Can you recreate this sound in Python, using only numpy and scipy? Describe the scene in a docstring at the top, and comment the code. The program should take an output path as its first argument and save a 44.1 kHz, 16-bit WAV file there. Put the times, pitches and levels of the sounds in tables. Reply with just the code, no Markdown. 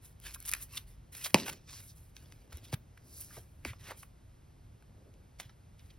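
"""A small room: hands leaf through the clear plastic sleeves of a card album close to two microphone ports.
Sleeves slide and swish as stick-slip noise; creases snap and crackle as short bursts with a faint ring.
Covers slap shut as falling bending-wave chirps; dull contacts ring crowds of damped modes.
Padded binders bump the desk with slow cycles and drag as dull noise, above a low rumble, faint air
and each microphone's own faint hiss and low noise."""
import sys
import numpy as np
from scipy import signal
from scipy.fft import rfft, irfft, next_fast_len
from scipy.io import wavfile
from scipy.ndimage import uniform_filter1d, map_coordinates

SR = 44100
rng = np.random.default_rng(int(sys.argv[2]) if len(sys.argv) > 2 else 0)


def digitize_waveform(pressure):
    """Quantize a signal to 16-bit integers and store it at the path in sys.argv[1].

    Rows of a 2-D input are taken as channels; values are limited to [-1, 1].
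    """
    field = np.atleast_2d(pressure).T
    bounded = np.clip(field, -1, 1)
    quanta = np.round(bounded * 32767).astype(np.int16)
    wavfile.write(sys.argv[1], SR, quanta)


N = 263968

# relative spectrum of the fine hiss of plastic: frequency_hz, density_db
FINE_HISS = [(3500, -25), (7000, -3.5), (10000, 1), (12500, 2.5), (15500, -9.5), (17000, -18)]


def sliding(friction_db=-1, hiss_db=0, drag_db=-2, sleeve_drag_db=-14, judder_db=1.82, patchy_db=4.0):
    """Stick-slip friction: sleeves and covers rub, and the uneven pressure of the hand shakes every band."""
    # plastic strokes, levels relative: start_s, length_s, friction_db, hiss_db, swell_over_stroke_db
    strokes = [(0.006, 0.0494, -68, -62.5, 15), (0.205, 0.063, -56.5, -59, 18),
               (0.366, 0.14, -61.5, -59.5, 14), (0.538, 0.075, -59, -58, 3), (0.678, 0.081, -61.5, -62, 23),
               (0.86, 0.034, -67, -66.5, 8.5), (1.114, 0.17, -55.5, -53, 3),
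               (1.343, 0.085, -45.5, -56, -7.5), (1.44, 0.029, -55.5, -50.5, 7),
               (1.501, 0.109, -63.5, -90.5, -20), (1.663, 0.137, -57, -65, 0.5),
               (1.79, 0.093, -82.5, -58.5, 0), (1.945, 0.14, -74.5, -68, -9), (2.142, 0.3, -70, -72, -9),
               (2.489, 0.088, -64, -69.5, 9.5), (2.622, 0.074, -64.5, -68.5, 5.5),
               (3.029, 0.19, -73.5, -60, 26.5), (3.275, 0.096, -63.5, -62.5, 14.5),
               (3.396, 0.27, -92, -77.5, -2), (3.66, 0.032, -51.5, -57.5, -5),
               (3.782, 0.11, -59.5, -64, 11), (3.957, 0.054, -71, -59, 0.5), (5.38, 0.076, -58, -67.5, -10),
               (5.773, 0.16, -75, -76, -1.5)]
    # a padded binder or cover on the desk mat, levels relative: start_s, length_s, level_db, swell_db
    drags = [(1.361, 0.17, -53.5, -7.5), (2.189, 0.48, -70, 6), (3.025, 0.48, -74, -15.5),
             (3.813, 0.14, -71, -3), (4.878, 0.34, -68, -4)]
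    # relative spectra of the rub and of the dull drag: frequency_hz, density_db
    friction_spectrum = [(400, -32), (1100, -3), (2200, 1), (5000, -0.5), (7000, -1.5), (9000, -13.5),
                         (16000, -32.5)]
    drag_spectrum = [(100, -22), (250, 10), (600, 2), (1100, -11.5), (2000, -19.5), (5000, -52)]

    # as a sleeve bends, its resonances come and go
    z = signal.stft(slips(rate=1500, spread_db=4, smooth=.8), nperseg=512)[2]
    field = rng.standard_normal(z.shape)
    field = uniform_filter1d(field, size=3, axis=0)  # over frequency
    field = uniform_filter1d(field, size=7, axis=1)  # over time
    friction = signal.istft(z * amp(patchy_db * unit(field)), nperseg=512)[1][:N]

    rub_gain, hiss_gain = np.zeros((2, N))
    for start, length, rub_level, hiss_level, swell_db in strokes:
        gain = stroke(start, length, swell_db)
        rub_gain += amp(rub_level) * gain
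        hiss_gain += amp(hiss_level) * gain
    drag_gain = amp(sleeve_drag_db) * rub_gain
    for start, length, level_db, swell_db in drags:
        drag_gain += amp(level_db) * stroke(start, length, swell_db)

    rub = rub_gain * coloured(friction, friction_spectrum)
    hiss = hiss_gain * coloured(slips(rate=1900, spread_db=1.0, smooth=1.0), FINE_HISS)
    drag = drag_gain * coloured(slips(rate=730, spread_db=2.0, smooth=0.78), drag_spectrum)
    track = amp(friction_db) * rub + amp(hiss_db) * hiss + amp(drag_db) * drag
    return track * amp(judder_db * wobble(90))


def stroke(start, length, swell_db, grip_s=0.021, release_db_per_s=269.5):
    """Friction follows speed and pressure: a slide gets up to speed, swells or sags, then dies away."""
    t = np.arange(N) / SR - start
    grip = np.sin(np.pi / 2 * np.clip(t / grip_s, 0, 1)) ** 2
    pressure_db = swell_db * (np.clip(t / length, 0, 1) - .5)
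    release_db = release_db_per_s * np.maximum(t - length, 0)
    return grip * amp(pressure_db - release_db)


def slips(rate, spread_db, smooth):
    """Stick and slip: tiny releases of uneven size, rate a second, on a bed of smooth rubbing."""
    releases = rng.random(N) < rate / SR
    grains = releases * rng.standard_normal(N)
    grains = grains * amp(spread_db * np.clip(rng.standard_normal(N), -2, 2))
    return unit(unit(grains) + smooth * rng.standard_normal(N))


def swishes():
    """Stick-slip in a brief skid: a sleeve or cover edge gives a short swell of noise around one pitch."""
    # half_s is the time from the peak to half amplitude, hiss_db is relative to the sheet:
    # peak_s, level_db, half_s, centre_hz, skirt_db_per_octave, hiss_db
    skids = [(0.347, -53, 0.0074, 3450, 3.5, 6), (0.479, -51, 0.0075, 4000, 2.5, -1),
             (0.627, -57, 0.013, 4500, 2.5, 12.5), (.7755, -35.5, 0.0038, 3300, 17, -6),
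             (1.152, -45, 0.0025, 2526, 5, -11), (1.246, -39.5, 0.0053, 4020, 16, -3),
             (1.261, -36, 0.0084, 1840, 2, -16), (1.483, -41.5, 0.0066, 1520, 8, -6.5),
             (1.497, -38, 0.004, 1662, 4, -13.5), (1.745, -54.5, 0.039, 5440, 34, -11.5),
             (1.899, -59.5, 0.017, 5210, 20, -7), (2.527, -51.5, 0.0035, 1480, 5.5, -25),
             (2.648, -56.5, 0.0069, 3710, 29, -1.5), (2.734, -42.5, 0.0024, 690, 2, -21),
             (2.725, -54, 0.0037, 2500, 5, -8), (2.741, -39.5, 0.0042, 2508, 8, -9.5),
             (2.977, -55.5, 0.0021, 1683, 21, -12.5), (3.2, -61, 0.086, 5290, 39, -2),
             (3.333, -59, 0.0086, 1526, 2, -11.5), (3.384, -61, 0.0077, 695, 3.5, -5),
             (3.663, -52, 0.0071, 1100, 4, -9.5), (3.693, -50.5, 0.021, 2220, 24, -9.5),
             (3.883, -53, 0.031, 1830, 10, -25), (3.91, -47, 0.0072, 800, 8.5, -11),
             (3.997, -63, 0.016, 5370, 17.5, -5), (4.031, -60, 0.0049, 1000, 0, 1),
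             (5.065, -84, 0.15, 557, 35, -32), (5.403, -53, 0.006, 5620, 11, -13.5),
             (5.413, -58.5, 0.0093, 1002, 4, -20), (5.504, -70, 0.0091, 1382, 6.5, -22),
             (5.802, -67.5, 0.012, 2700, 20, -14), (5.907, -61.5, 0.006, 3400, 19.5, -24)]
    track, t = np.zeros(N), np.arange(2 * SR // 3) / SR
    grit = slips(rate=4500, spread_db=3.0, smooth=1.0)
    hiss = coloured(grit, FINE_HISS)
    for s, level_db, half, centre_hz, skirt_db, hiss_db in skids:
        start = int(np.clip(round(s * SR) - len(t) // 2, 0, N - len(t)))
        part = slice(start, start + len(t))
        # rounded at the centre, straight skirts on an octave scale
        sheet = filtered(grit[part], lambda hz: amp(-skirt_db * np.hypot(.5, np.log2((hz + 1) / centre_hz))))
        sheet = unit(flexed(sheet, depth_db=1.0, knots=34))
        swell = 1 / np.cosh(1.3 * np.clip((t + start / SR - s) / half, -20, 20))
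        track[part] += amp(level_db) * swell * (sheet + amp(hiss_db) * hiss[part])
    return track


def flexed(x, depth_db, knots):
    """Modal density: a bent sheet has new, crowded resonances at each touch."""
    ripple = np.clip(rng.standard_normal(200), -2, 2) * depth_db

    def resonances(hz):
        return amp(map_coordinates(ripple, [knots * np.log1p(hz / 1500)], mode="nearest"))
    return filtered(x, resonances)


def snaps(gain_db=-0.7, edge_db=2, ring_db=-12, body_t60=.009, edge_t60=.008, count=140):
    """Snap-through buckling: a crease pops with a sharp edge, a burst of the sheet and a faint card ring."""
    # single creases, rings and nails ticking, levels before gain_db: start_s, level_db, body_level_db
    pops = [(0.2, -44.5, -9), (.34, -38, -0.5), (.346, -28.5, -1.5), (.359, -41, -18), (.402, -34.5, -18),
            (.426, -38, -8), (.452, -35, 1), (.457, -31, -8), (0.4626, -26.5, -17), (.4696, -35, -6.5),
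            (.4772, -28, -17.5), (.4833, -28, -7.5), (.4858, -28.5, -4), (0.4893, -20, -11.5),
            (0.4927, -20, -5), (.495, -28.5, -10.5), (.5148, -20, -11), (0.521, -26, -15),
            (0.5253, -31.5, 5), (0.5359, -12.5, -2), (0.5492, -30, -1.5), (1.482, -29, 4),
            (1.5268, -35.5, 1), (1.5315, -35, 6.5), (2.166, -35, 12.5), (2.3225, -43, 8.5),
            (2.528, -38.5, -1), (2.571, -37.5, -12), (3.87, -49, 8), (4.824, -58.5, 0.5), (5.139, -57, 12),
            (5.3994, -28, 12), (5.404, -34.5, 7), (5.794, -50.5, 17.5), (5.906, -54, 17)]
    # modes of a card in its sleeve, levels relative: pitch_hz, level_db, t60_s
    card_modes = [(1517, -11, 0.04), (1700, -2, .06), (2210, -10, 0.16), (2520, 0.5, 0.15),
                  (3204, -1, 0.055), (4538, -5.5, 0.038), (6260, -6.5, 0.11)]
    # relative spectrum of the sheet: frequency_hz, density_db
    sheet_spectrum = [(150, -31.5), (600, -23), (1100, -6), (1500, -5.5), (2800, -2), (4500, -2.5),
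                      (7000, -1.5), (12000, -31)]

    track, t = np.zeros(N), np.arange(SR // 20) / SR
    bursts = rng.standard_normal((count, 2, len(t))) * (1 - np.exp(-t / 0.00045))
    modes = np.array([amp(db - 60 * t / t60) * np.sin(2 * np.pi * hz * t) for hz, db, t60 in card_modes])
    rings = amp(2 * rng.standard_normal((count, len(card_modes)))) @ modes  # uneven mode strengths
    for (s, level_db, body_db), (body_noise, edge_noise), ring in zip(pops + creases(), bursts, rings):
        body = unit(struck(body_noise * amp(-60 * t / body_t60), sheet_spectrum))
        body = body + amp(ring_db) * unit(ring)
        edge = unit(struck(edge_noise * amp(-60 * t / edge_t60), FINE_HISS))
        pop = amp(body_db) * body + amp(edge_db) * edge
        add(track, s, amp(level_db + gain_db) * pop / np.abs(pop).max())
    return track


def creases(count=28, per_s=240, spread_db=1, body_db=-2):
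    """Crackling as a train of snap-throughs: unevenly spaced and sized pops, as rows for snaps."""
    # a bent sleeve crackles, levels typical for a pop before the snap gain: start_s, length_s, level_db
    crinkles = [(0.247, 0.083, -44.5), (0.472, 0.028, -37.5), (0.541, 0.009, -38.5), (1.374, .045, -39),
                (1.702, 0.11, -44.5), (2.634, 0.052, -59)]
    rows = []
    for start, length, level_db in crinkles:
        delays = (np.arange(count) + rng.random(count)) / per_s
        levels = level_db + spread_db * rng.standard_normal(count)
        rows += [(start + delay, level, body_db) for delay, level in zip(delays, levels) if delay < length]
    return rows


def knocks(rise_s=0.000043, count=14, size=80):
    """Modal ringing: each contact excites a crowd of damped modes, different wherever the cover is touched."""
    # dull contacts of album, binder and knuckles, modes spread to either side of the centre:
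    # start_s, peak_db, centre_hz, spread_octaves, t60_s
    contacts = [(.359, -44.5, 1310, 0.34, 0.031), (.5245, -36, 1880, 0.65, 0.03),
                (.5357, -24.5, 1785, 0.64, 0.019), (0.549, -39, 1570, 0.59, 0.017),
                (0.567, -43.5, 1500, 0.25, 0.02), (1.36, -22, 680, 0.65, 0.017),
                (1.375, -31, 647, 0.7, 0.026), (1.464, -35, 703, 1.6, 0.036),
                (1.482, -30, 1000, 1.42, 0.02), (2.323, -48.5, 1934, 0.6, 0.0097),
                (2.524, -46, 762, 1.04, 0.033), (2.7385, -38, 1100, 0.93, 0.016),
                (3.307, -50.5, 1500, 0.34, 0.041), (3.3678, -43.5, 792, 1.38, 0.057),
                (3.376, -42.5, 456, 0.85, 0.053), (3.733, -41.5, 1270, 1.46, 0.024),
                (3.918, -35.5, 742, 0.94, 0.027), (4.031, -42.5, 1580, 1.07, 0.021),
                (4.824, -54.5, 1520, 1.48, 0.017), (5.3986, -43.5, 740, 0.39, 0.0348),
                (5.3997, -38.5, 2930, 0.33, 0.016), (5.495, -47.5, 2110, 1.57, 0.038)]
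    track, t = np.zeros(N), np.arange(SR // 12) / SR
    draws = rng.random((size, 3, count, 1))
    for (s, peak_db, hz, octaves, t60), (place, weight, phase) in zip(contacts + leaves(), draws):
        position = 2 * (np.arange(count)[:, None] + place) / count - 1  # -1 to 1 across the spread
        modes_hz = hz * 2 ** (octaves * position)
        ring = np.sum((.5 + weight) * np.sin(2 * np.pi * (modes_hz * t + phase)), axis=0)
        ring = ring * amp(-60 * t / t60) * (1 - np.exp(-t / rise_s))
        add(track, s, amp(peak_db) * ring / np.abs(ring).max())
    return track


def leaves(count=10, per_s=100, spread_db=4.5, octaves=1, t60=0.013):
    """Successive impacts losing energy: loose sleeves fall onto one another, as rows for knocks."""
    # levels and pitch scatter about these: start_s, length_s, first_peak_db, last_peak_db, pitch_hz
    rattles = [(1.384, 0.051, -30.5, -45, 2800), (3.658, 0.047, -42, -53, 2400),
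               (5.405, 0.063, -55, -67, 2320)]
    rows = []
    for start, length, first_db, last_db, hz in rattles:
        delays = (np.arange(count) + rng.random(count)) / per_s
        levels = first_db + (last_db - first_db) * delays / length
        levels = levels + spread_db * np.clip(rng.standard_normal(count), -2, 2)
        pitches = hz * 2 ** rng.uniform(-.5, 0.68, count)
        rows += [(start + delay, level, pitch, octaves, t60)
                 for delay, level, pitch in zip(delays, levels, pitches) if delay < length]
    return rows


def slaps(crack_t60=0.062, ring_db=4.5, sag_db=4.5, contact_db=11.5, scatter_db=-15.0):
    """Dispersion: bending waves in a cover arrive treble first, so each slap falls in pitch; the desk rings."""
    # covers landing, levels relative, cover_share (0-1) scales the cover's colour in dB:
    # start_s, level_db, first_pitch_hz, last_pitch_hz, glide_s, rise_s, t60_s, crack_db, cover_share
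    landings = [(1.3442, 0.5, 3390, 178.6, 0.0013, 0.00041, 0.038, -11, 1),
                (2.728, -21.5, 1066, 143.5, 0.0032, 0.0025, 0.039, -16, .6),
                (3.650, -23.5, 2737, 238, 0.0034, 0.000098, 0.035, -9.5, 0)]
    # album and desk resonances, levels relative: pitch_hz, width_hz, level_db
    desk_modes = [(203.4, 120, 4.5), (407, 50, -3.5), (561, 39, -7.5), (930, 60, -9.5), (1923, 33, -12.5),
                  (2100, 77, -8.5), (2245, 41, -12), (2552, 46, -5.5), (2820, 50, -17), (4320, 72, -16.5),
                  (4540, 330, -10), (5230, 70, -17)]
    # relative spectrum of the crack: frequency_hz, density_db
    crack_spectrum = [(100, -19), (500, -11), (950, -10), (1400, -6.5), (1800, 0.5), (2400, 6.5),
                      (3000, -3.5), (3700, -4.5), (4700, 1), (6500, -3.5), (11000, -6.5), (16000, -17)]
    # how the cover radiates: frequency_hz, gain_db
    cover_response = [(60, -6), (200, -12), (480, 1.53), (720, -1.5), (950, 6.5), (1420, -10), (1750, -5),
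                      (2400, -3.2), (3100, 6), (3700, 6), (4700, -8.5), (7000, -14)]

    def desk(hz):
        response = 0
        for k, (centre, width, db) in enumerate(desk_modes):
            mode = 1j * hz * width / (centre * centre - hz * hz + 1j * hz * width)
            response = response + (-1) ** k * amp(db) * mode  # neighbours alternate in sign
        return response

    track, t = np.zeros(N), np.arange(SR // 4) / SR
    for s, level_db, first_hz, last_hz, glide, rise, t60, crack_db, share in landings:
        early = 1 / (1 + (t / glide) ** 2) ** 2  # falls from 1 towards 0
        pitch = last_hz + (first_hz - last_hz) * early
        attack = 1 - np.exp(-t / rise)
        bend = np.sin(2 * np.pi * np.cumsum(pitch) / SR)
        bend = bend * amp(-60 * t / t60 - sag_db * (2.0 - early))
        fade = attack * amp(-60 * t / crack_t60)
        scatter = unit(struck(rng.standard_normal(len(t)) * fade, crack_spectrum))
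        scatter = scatter * np.sqrt(np.mean(fade ** 2))
        contact = struck(1. * (t == 0), crack_spectrum)  # the hard first touch
        crack = amp(contact_db) * contact / np.abs(contact).max() + amp(scatter_db) * scatter
        colour = [(hz, share * gain_db) for hz, gain_db in cover_response]
        blow = struck(attack * bend, colour) + amp(crack_db) * crack
        add(track, s, amp(level_db) * (blow + amp(ring_db) * filtered(blow, desk)))
    return track


def bumps():
    """Soft impact: padded binders push a few slow cycles out of the desk under a bell-shaped envelope."""
    # spread_s is the standard deviation of the bell: centre_s, level_db, pitch_hz, spread_s
    thuds = [(1.352, -27.5, 129.1, 0.006), (1.515, -51, 149, 0.015), (2.55, -40, 75, 0.0094),
             (2.743, -25, 127, 0.0042), (3.38, -50, 121, 0.018), (3.669, -50, 205, 0.012),
             (3.689, -41, 72.2, 0.016), (3.713, -39.5, 105, 0.0068), (5.856, -43.5, 78.9, 0.0062)]
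    t, track = np.arange(N) / SR, np.zeros(N)
    for s, level_db, hz, spread in thuds:
        envelope = np.exp(-.5 * ((t - s) / spread) ** 2)
        track += amp(level_db) * envelope * np.cos(2 * np.pi * hz * (t - s))
    return track


def background(rumble_db=-57, air_db=-74, handling_db=-56, microphone_db=-68.0):
    """Shaped random noise: rumble, air, the album wobbling in the hands early on, and microphone noise."""
    # relative spectra of the room rumble and the faint air: frequency_hz, density_db
    rumble_spectrum = [(12, -56), (20, -23.5), (35, -0.5), (107, 2.5), (217, -15), (320, -21.5),
                       (430, -31.5), (630, -49), (1500, -58.5), (3300, -120)]
    air_spectrum = [(200, -6), (1200, -12), (2000, -5), (4000, -9), (8000, -10.5), (12000, -13.5),
                    (13200, -7), (14500, -40)]
    # relative spectrum of each microphone's own faint hiss and low noise: frequency_hz, density_db
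    microphone_spectrum = [(30, 1.5), (250, 6), (600, 1), (1000, -3.5), (1500, -7), (2000, -15.5),
                           (12000, -50), (14500, -44.5)]
    flex_spectrum = [(20, -29.0), (48, -2.5), (70, -11.0), (200, -46.5), (1000, -87.0)]

    t = np.arange(N) / SR
    rumble = amp(rumble_db + 0.5 * wobble(19)) * coloured(rng.standard_normal(N), rumble_spectrum)
    air = amp(air_db) * coloured(rng.standard_normal(N), air_spectrum)
    # independent at the two ports
    microphone_noise = amp(microphone_db) * coloured(rng.standard_normal((2, N)), microphone_spectrum)
    flex = amp(handling_db) * coloured(rng.standard_normal(N), flex_spectrum)
    leafing = np.interp(t, [0, .35, 1, 1.3], [0.0, 0.75, 1, 0.015])
    return ports(rumble + air + flex * leafing) + microphone_noise


def room(x):
    """Reverberation: a noise tail decaying at its own rate in each band, different at each port."""
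    # reverberation time: frequency_hz, t60_s
    decay_times = [(100, 0.66), (500, 0.24), (3000, 0.11), (8000, 0.028), (16000, 0.24)]
    hz, t, z = signal.stft(rng.standard_normal((2, SR // 2)), SR, nperseg=256)
    decay = amp(-60 * t / along(decay_times, hz)[:, None])
    tail = signal.istft(z * decay, SR, nperseg=256)[1]
    tail = tail * (1 - np.exp(-np.arange(tail.shape[1]) / SR / 0.003))  # builds up over a few ms
    return signal.fftconvolve(x[None], tail / np.linalg.norm(tail[0]), axes=1)[:, :N]


def diffuse(pair, apart_hz=1200):
    """Diffuse-field coherence: alike at both ports in the bass, unrelated in the treble."""
    side = filtered(pair[1], lambda hz: hz / np.hypot(hz, apart_hz))
    return np.array([pair[0] + side, pair[0] - side]) / np.sqrt(2)


def ports(x):
    """Phase and level differences of a pair: the left port leads the right and is mostly a little weaker."""
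    # phase by which left leads right: frequency_hz, lead_rad
    phase_lead = [(50, .03), (250, .12), (550, .25), (1200, .22), (2700, .55), (4300, .7), (5400, .8),
                  (6300, 2), (7400, 3.14), (9000, 4.8), (10400, 6.28), (11700, 7.4), (13600, 9.42),
                  (16000, 12.3)]
    # left minus right sensitivity: frequency_hz, difference_db
    level_tilt = [(80, 0), (250, -.7), (600, -1.8), (1200, -1.1), (2500, -1.5), (5000, -.9), (8000, -.1),
                  (14000, -.2)]

    def response(hz):
        # each port takes half of the difference
        lead = .5 * np.outer([1, -1], along(phase_lead, hz))
        tilt_db = .5 * np.outer([1, -1], along(level_tilt, hz))
        return np.exp(1j * lead) * amp(tilt_db)
    return filtered(x, response)


def amp(db):
    """Logarithmic level: decibels to amplitude gain."""
    return 10 ** (np.asarray(db) / 20)


def unit(x):
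    """Normalised power: scale to rms 1."""
    return x / np.sqrt(np.mean(x ** 2) + 1e-20)


def along(points, hz):
    """Logarithmic frequency scale: (frequency_hz, value) points joined by straight lines."""
    f, v = np.transpose(points)
    return np.interp(np.log(hz + 1), np.log(f + 1), v)


def filtered(x, response):
    """Linear filtering: the spectrum of x times a complex response of frequency."""
    n = x.shape[-1]
    m = next_fast_len(n + 4096)
    return irfft(rfft(x, m) * response(np.fft.rfftfreq(m, 1 / SR)), m)[..., :n]


def coloured(x, spectrum):
    """Zero-phase colouring: x shaped by a spectrum, at rms 1."""
    return unit(filtered(x, lambda hz: amp(along(spectrum, hz))))


def struck(x, spectrum, size=2048):
    """Minimum phase: a causal colour made by folding the cepstrum, so that nothing rings ahead of a blow."""
    cepstrum = irfft(np.log(amp(along(spectrum, np.fft.rfftfreq(size, 1 / SR)))))
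    cepstrum[1:size // 2] *= 2
    cepstrum[size // 2 + 1:] = 0
    return signal.fftconvolve(x, irfft(np.exp(rfft(cepstrum))))[:len(x)]


def add(track, s, sound):
    """Superposition: mix a sound in at s seconds."""
    start = max(round(s * SR), 0)
    track[start:start + len(sound)] += sound[:N - start]


def wobble(rate):
    """Band-limited fluctuation: a smooth random curve with rate knots a second."""
    knots = rng.standard_normal(int(N * rate / SR) + 4)
    return map_coordinates(knots, [np.arange(N) * rate / SR])


def scene():
    """Direct and reverberant sound: near plastic and desk sounds, their room, and the background."""
    plastic = sliding() + swishes() + snaps() + knocks()
    blows = slaps()
    direct = ports(plastic + blows + bumps())
    reverberant = diffuse(room(amp(-13.5) * plastic + amp(-17.0) * blows))
    return direct + reverberant + background()


def record(dry, top_hz=16400):
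    """Clipping and band limit: peaks are held to full scale, then nothing passes from top_hz up."""
    return filtered(np.clip(dry, -1, 1), lambda hz: hz < top_hz)


dry = scene()
out = record(dry)
digitize_waveform(out)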